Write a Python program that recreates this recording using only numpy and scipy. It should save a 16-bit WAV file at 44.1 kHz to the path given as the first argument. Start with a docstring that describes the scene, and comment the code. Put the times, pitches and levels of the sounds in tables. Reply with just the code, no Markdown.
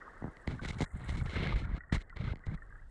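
"""A small camera in a sealed housing is pushed through weeds on the bed of a shallow stream.
From the start the stream babbles faintly, small bubbles ping and the current rumbles on the housing.
Soft thumps soon follow, then stems scrape and shove along the housing in strokes and some knock it.
Later the camera lurches too, in low pulses. The strokes end first; babble and bubbles close the scene.
Noise and clicks are shaped by filters; knocks and bubbles are fading sine waves."""
import sys
import numpy as np
from scipy import signal
from scipy.io import wavfile
from scipy.ndimage import uniform_filter1d

SR = 44100
rng = np.random.default_rng(int(sys.argv[2]) if len(sys.argv) > 2 else 0)


def put_to_file(sound):
    """Save the sound as 16-bit audio at rate SR, in the file named by the first command-line argument."""
    columns = np.atleast_2d(sound).T  # one column per channel
    safe = np.clip(columns, -1, 1)
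    whole_steps = np.round(safe * 32767)
    wavfile.write(sys.argv[1], SR, whole_steps.astype(np.int16))


def convert_level_to_amplitude(level_db):
    """Map a level in decibels to its linear amplitude factor."""
    exponent = np.asarray(level_db, float) / 20
    return 10 ** exponent


N = 127890
T = np.arange(N) / SR  # time of every sample, s


def evened(x):
    """Scales a sound to an rms of 1."""
    return x / np.sqrt(np.mean(x ** 2) + 1e-20)


def curve(rows, axis=1):
    """Gain along time, drawn through a column of dB points."""
    columns = np.transpose(rows)
    return convert_level_to_amplitude(np.interp(T, columns[0], columns[axis]))


def coloured(x, points):
    """Filters a sound to the given spectrum without any ringing ahead of time, then evens it."""
    f, db = np.transpose(points)
    bins = abs(np.fft.fftfreq(8192, 1 / SR))
    gain_db = np.interp(np.log(bins + 1), np.log(f), db)
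    log_gain = np.log(convert_level_to_amplitude(np.maximum(gain_db, -90)))
    # minimum phase: the filter answers as early as its spectrum allows
    taps = np.fft.ifft(np.exp(np.conj(signal.hilbert(log_gain)))).real[:4096]
    return evened(signal.oaconvolve(x, taps)[:N])


def train(per_s, spread_db):
    """Random clicks of random sign, a few of them large."""
    u = rng.random((N, 3))
    happens = u[:, 0] < per_s / SR
    sign = np.sign(u[:, 1] - .5)
    size = convert_level_to_amplitude(-spread_db * np.log(u[:, 2] + 1e-3))
    return happens * sign * size


def grains(per_s, spread_db, low_hz, high_hz, cycles, glide, count=16):
    """Short ringing grains of many pitches, each pitch on its own random train."""
    out = np.zeros(N)
    t = np.arange(int(SR * .06)) / SR
    for hz in np.geomspace(low_hz, high_hz, count):
        turns = t * hz / cycles
        bent = turns * np.exp(glide * np.minimum(turns, 2))  # glide above 0 raises the pitch
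        ring = turns * np.exp(-2 * turns) * np.sin(2 * np.pi * cycles * bent)
        clicks = train(per_s / count, spread_db)
        out += signal.oaconvolve(clicks, ring / np.linalg.norm(ring))[:N]
    return evened(out)


def add(mix, s, sound):
    """Mixes a sound in at time s."""
    part = mix[max(round(s * SR), 0):][:len(sound)]
    part += sound[:len(part)]


# Loudness of the fizz and the haze: [t/s, high fizz level/dB, mid haze level/dB]
FIZZ_LEVELS = [(0, -87.5, -77.5), (.82, -77.5, -83.5), (.87, -74.5, -100), (1.15, -69.5, -75),
               (1.7, -94, -100), (2.9, -88, -86)]
# Tone of the high fizz: [f/Hz, relative level/dB per Hz]
FIZZ_COLOUR = [(5500, -33), (7000, -7.5), (8500, -6), (10000, -15), (11500, -19.5)]
# Tone of the mid haze: [f/Hz, relative level/dB per Hz]
HAZE_TONE = [(1900, -43.5), (2500, -2), (6500, -10), (9000, -20)]


def fizz_and_haze():
    """A faint high fizz of noise whose level flutters, over a steadier haze of lower noise."""
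    flutter_db = 5.2 * evened(uniform_filter1d(rng.standard_normal(N), size=150))
    fizz = coloured(rng.standard_normal(N) * convert_level_to_amplitude(flutter_db), FIZZ_COLOUR)
    haze = coloured(rng.standard_normal(N), HAZE_TONE)
    return curve(FIZZ_LEVELS) * fizz + curve(FIZZ_LEVELS, axis=2) * haze


# Loudness of the distant bubbles in the babble: [t/s, level/dB]
BABBLE_LEVELS = [(0.0, -57), (1.56, -67.5), (2.76, -65.5), (2.9, -73)]
# Tone of the soft wash under them: [f/Hz, relative level/dB per Hz]
WASH_COLOUR = [(88, -40), (150, -5.5), (381, 0.5), (965, -5), (1170, -18), (1320, -20), (1800, -1.5),
               (2600, -34), (3380, -75.5)]


def babble():
    """Many distant bubbles ring as short grains, over a soft wash of noise."""
    far = grains(per_s=500, spread_db=3.2, low_hz=1041.3, high_hz=1942, cycles=11.6, glide=0.025)
    wash = convert_level_to_amplitude(-2) * coloured(rng.standard_normal(N), WASH_COLOUR)
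    return curve(BABBLE_LEVELS) * (far + wash)


# Loudness of the current against the housing: [t/s, level/dB]
RUMBLE_LEVELS = [(0, -59), (2.9, -51.5)]
# Tone of that rumble, also used for the sway under the strokes: [f/Hz, relative level/dB per Hz]
RUMBLE_TONE = [(12, -19), (25, -3), (45, -7), (70, -13.5), (120, -20), (250, -36.5), (600, -88)]


def rumble():
    """The current presses unevenly on the housing, heard as low filtered noise."""
    return curve(RUMBLE_LEVELS) * coloured(rng.standard_normal(N), RUMBLE_TONE)


# Small bubbles nearby: [t/s, level/dB, starting f/Hz]
NEAR_BUBBLES = [(0.014, -39.5, 1860), (0.022, -43.5, 1463), (0.0706, -43.5, 1547), (0.0771, -38, 1205),
                (0.168, -46.5, 1520), (0.592, -34, 1510), (0.859, -43, 1840), (1.037, -42.5, 1885),
                (1.464, -32, 1640), (1.522, -30.5, 1190), (1.8052, -37, 1890), (1.8348, -44, 1844),
                (1.8954, -43.5, 1860), (2.1003, -42.5, 1925), (2.125, -43.5, 1370), (2.275, -42, 1206),
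                (2.437, -43.5, 1906), (2.574, -45.5, 1880), (2.62, -40, 1778), (2.704, -49.5, 1600),
                (2.7236, -45, 1594), (2.7538, -45, 1630)]


def bubbles():
    """Each bubble pings with a slight rise in pitch, a larger neighbour beating under it."""
    t60_s, rise_s, glide = .04, .0012, .04
    partner_pitch, partner_db = .76, -6.  # pitch as a share of the first bubble's
    out, t = np.zeros(N), np.arange(int(SR * .06)) / SR
    shape = (1 - np.exp(-t / rise_s)) ** 2 * convert_level_to_amplitude(-60 * t / t60_s)
    for s, db, hz in NEAR_BUBBLES:
        phase = 2 * np.pi * hz * t * (1 + glide * t / t60_s)
        pair = np.sin(phase) + convert_level_to_amplitude(partner_db) * np.sin(partner_pitch * phase)
        add(out, s, convert_level_to_amplitude(db) * shape * pair)
    return out


# The camera lurches in the current: [t/s of the middle, level/dB, f/Hz]
LURCH_PULSES = [(0.707, -30.5, 131), (0.948, -30.5, 60), (1.102, -27.5, 57), (1.151, -29.5, 60),
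                (1.196, -30, 60), (1.549, -23.5, 41.4), (1.568, -25, 44.8), (1.739, -23.5, 51.3),
                (1.934, -27, 59), (1.978, -26.5, 44.6), (2.207, -26.5, 104), (2.282, -28, 105),
                (2.318, -29, 68), (2.481, -27.5, 42.2), (2.555, -31.5, 40)]


def lurches():
    """Each lurch is one dip and hump of pressure, about a cycle long."""
    width_cycles, lean_rad = 0.33, 0.44
    out = np.zeros(N)
    for s, db, hz in LURCH_PULSES:
        cycles = hz * (T - s)
        swell = np.exp(-(cycles / width_cycles) ** 2 / 2)
        out += convert_level_to_amplitude(db) * swell * np.cos(2 * np.pi * cycles - lean_rad)
    return out


# Hollow ring of the housing under a thump: [f/Hz, level/dB, time to fall 60 dB/s]
HOLLOW_RING = [(840, -1.5, 0.0073), (1386, -9.5, 0.0074)]


def thump_sound(t):
    """Water gives way under a blow: a tone sliding down in pitch, with a hollow ring of the housing."""
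    start_hz, fall_s = 1000., .0011  # the pitch has halved after fall_s
    t60_s, rise_s, level_db = .045, .002, 3.
    swell = (1 - np.exp(-t / rise_s)) ** 2 * convert_level_to_amplitude(level_db - 60 * t / t60_s)
    slide = np.cos(2 * np.pi * start_hz * fall_s * np.log(1 + t / fall_s))
    hollow = sum(convert_level_to_amplitude(db - 60 * t / t60) * np.sin(2 * np.pi * hz * t) for hz, db, t60 in HOLLOW_RING)
    return swell * slide + hollow * np.minimum(t / fall_s, 1)


# Ringing tones of the housing: [f/Hz before detuning, relative level/dB, time to fall 60 dB/s]
TICK_TONES = [(2155, 7, 0.011), (3210, 2, 0.0052), (4480, 3.5, 0.0033), (7000, 1.5, 0.0014)]


def tick_sound(t, detune):
    """A hard tap sets the housing ringing at several fading tones."""
    rise_s, level_db = .0003, -7.
    ring = np.zeros(len(t))
    for (hz, db, t60), k in zip(TICK_TONES, detune):
        ring += convert_level_to_amplitude(db - 60 * t / t60) * np.sin(2 * np.pi * hz * k * t)
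    return convert_level_to_amplitude(level_db) * (1 - np.exp(-t / rise_s)) * ring


# Knocks on the housing: [t/s, gain of the whole knock level/dB, further gain of its thump level/dB]
KNOCK_TIMES = [(0.2222, -68, 38.5), (0.2417, -64, 39.5), (0.254, -68, 35.5), (0.268, -70, 36),
               (0.2795, -62, 29), (0.369, -41.5, -9), (0.4753, -25.5, 2.5), (0.5108, -37.5, 5),
               (0.6348, -36, 3), (0.6505, -30, 1), (0.7228, -47, -19), (0.8055, -29, 9.5),
               (0.8185, -36, 16.5), (0.8255, -38.5, 12.5), (1.0919, -31.5, -1.5), (1.4719, -26.5, -7),
               (1.9243, -39, 17), (1.9809, -39, -30), (2.097, -45, -18), (2.1697, -34, -6),
               (2.3345, -64.5, 33.5), (2.3569, -41.5, -2), (2.3705, -51.5, 6), (2.393, -55, 3),
               (2.4666, -40.5, 4)]


def knocks():
    """Each knock joins a tick of the housing, a little different every time, to a thump."""
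    out, t = np.zeros(N), np.arange(int(SR * .08)) / SR
    thump = thump_sound(t)
    detune = rng.uniform(0.912, 0.98, (len(KNOCK_TIMES), len(TICK_TONES)))
    for (s, db, thump_db), factors in zip(KNOCK_TIMES, detune):
        add(out, s, convert_level_to_amplitude(db) * (tick_sound(t, factors) + convert_level_to_amplitude(thump_db) * thump))
    return out


def stem_slips():
    """Stems stick and slip in dense clicks whose strength chatters quickly and clumps slowly."""
    slips_per_s, spread_db = 6000, 2
    chatter_hz, chatter_db, clump_db = 117, 2.5, 2.
    keep = np.exp(-2 * np.pi * chatter_hz / SR)
    chatter = evened(signal.lfilter([1], [1, -keep], rng.standard_normal(N)))
    clump = evened(uniform_filter1d(rng.standard_normal(N), size=900))
    return train(slips_per_s, spread_db) * convert_level_to_amplitude(chatter_db * chatter) * convert_level_to_amplitude(clump_db * clump)


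# Tone the housing gives the scrape: [f/Hz, relative level/dB per Hz]
SCRAPE_COLOUR = [(210, -26), (350, 3.5), (950, -13), (1430, -7), (1880, -4.5), (2120, 3.5), (2400, -8.5),
                 (4150, -13), (4550, -23.5), (7500, -29), (11100, -47), (14500, -95)]


def scraping(scrape, sharp, slips):
    """The slips heard through the housing, with extra treble where a stroke is short."""
    treble_from_hz, level_db = 4580, 6.5
    body = coloured(slips, SCRAPE_COLOUR)
    high_pass = signal.butter(4, treble_from_hz, "high", fs=SR, output="sos")
    treble = evened(np.gradient(signal.sosfilt(high_pass, body)))
    return convert_level_to_amplitude(level_db) * (scrape * body + sharp * treble)


# Tone of the dull rub: [f/Hz, relative level/dB per Hz]
RUB_COLOUR = [(150, -41.5), (400, 0), (1100, 0.5), (2100, -2), (2500, -51)]


def rubbing(push, slips):
    """The same slips as a dull rub that follows the push of the stems."""
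    return convert_level_to_amplitude(-17) * push * coloured(slips, RUB_COLOUR)


def shoving(push):
    """Stems shove the housing in low lumps that sink in pitch, over a low sway of noise."""
    lumps = grains(per_s=220, spread_db=1, low_hz=78.5, high_hz=308, cycles=1.675, glide=-0.27)
    sway = convert_level_to_amplitude(-8.5) * coloured(rng.standard_normal(N), RUMBLE_TONE)
    # the smoothing, in samples, softens the edges of the push
    return uniform_filter1d(push, size=300) * lumps + uniform_filter1d(push, size=2000) * sway


def shed_bubbles(scrape, push):
    """Bubbles shaken off the stems ring while a stroke both scrapes and pushes."""
    shed = grains(per_s=270, spread_db=3.5, low_hz=1255, high_hz=2137, cycles=7.4, glide=0.019, count=8)
    return convert_level_to_amplitude(-6) * np.sqrt(push * scrape) * shed


# Strokes of weeds along the housing, gains ahead of each layer's own level:
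# [t/s, length/s, scrape level/dB at mid-stroke, rise of the scrape over the stroke/dB, push level/dB]
WEED_STROKES = [(0.216, 0.091, -116, -4, -48), (0.469, 0.083, -64, 0, -40.5), (0.553, 0.046, -76, -1, -50),
                (0.614, 0.048, -59.5, 20, -41), (0.673, 0.037, -54, 0, -38.5),
                (0.723, 0.054, -71, -13, -43), (0.782, 0.024, -61.5, -7, -39), (0.807, 0.02, -52, 0, -34),
                (0.832, 0.015, -64.5, 0, -39), (0.931, 0.18, -70.5, 9.5, -43.5),
                (1.083, 0.032, -62, 0, -54), (1.111, 0.049, -67, 11, -39), (1.169, 0.054, -62, -12.5, -40),
                (1.206, 0.051, -86, 17, -41.5), (1.255, 0.0977, -56, 7.5, -41),
                (1.354, 0.1925, -49.5, -3.5, -35.5), (1.555, 0.097, -57, -12.5, -39.5),
                (1.651, 0.13, -70.5, 15.5, -40), (1.922, 0.047, -49.5, -6.5, -31.5),
                (1.96, 0.062, -69.5, 18.5, -60), (2.159, 0.1694, -59, 5.5, -42),
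                (2.455, 0.018, -78.5, 4, -69), (2.468, 0.082, -71.5, 17, -39)]


def weeds():
    """Stems slip along the housing and shove it, stroke by stroke."""
    edge_s = 0.007
    scrape_release, push_release = 2984, 1307  # dB/s
    bright_length_s, bright_slope = convert_level_to_amplitude(-36), 0.77  # the shorter the stroke, the more treble
    scrape, sharp, push = np.zeros((3, N))
    for s, length, scrape_db, rise_db, push_db in WEED_STROKES:
        inside = np.clip((T - s) / edge_s + .5, 0, 1) ** 2
        after = np.maximum(T - s - length, 0)
        progress = np.clip((T - s) / length - .5, -.5, .5)
        level = inside * convert_level_to_amplitude(scrape_db + rise_db * progress - scrape_release * after)
        scrape += level
        sharp += level * (bright_length_s / length) ** bright_slope
        push += inside * convert_level_to_amplitude(push_db - push_release * after)
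    slips = stem_slips()
    contact = scraping(scrape, sharp, slips) + rubbing(push, slips)
    return contact + shoving(push) + shed_bubbles(scrape, push)


def scene():
    """Everything that reaches the microphone inside the housing."""
    stream = fizz_and_haze() + babble() + rumble()
    return (stream + bubbles() + lurches() + knocks() + weeds())[None]


def band_limit(x):
    """A steep low-pass at the top of the band."""
    return signal.sosfilt(signal.butter(12, 11280, fs=SR, output="sos"), x)


def record(dry):
    """Turns the finished mix into the sound that is kept."""
    return band_limit(dry)


dry = scene()
out = record(dry)
put_to_file(out)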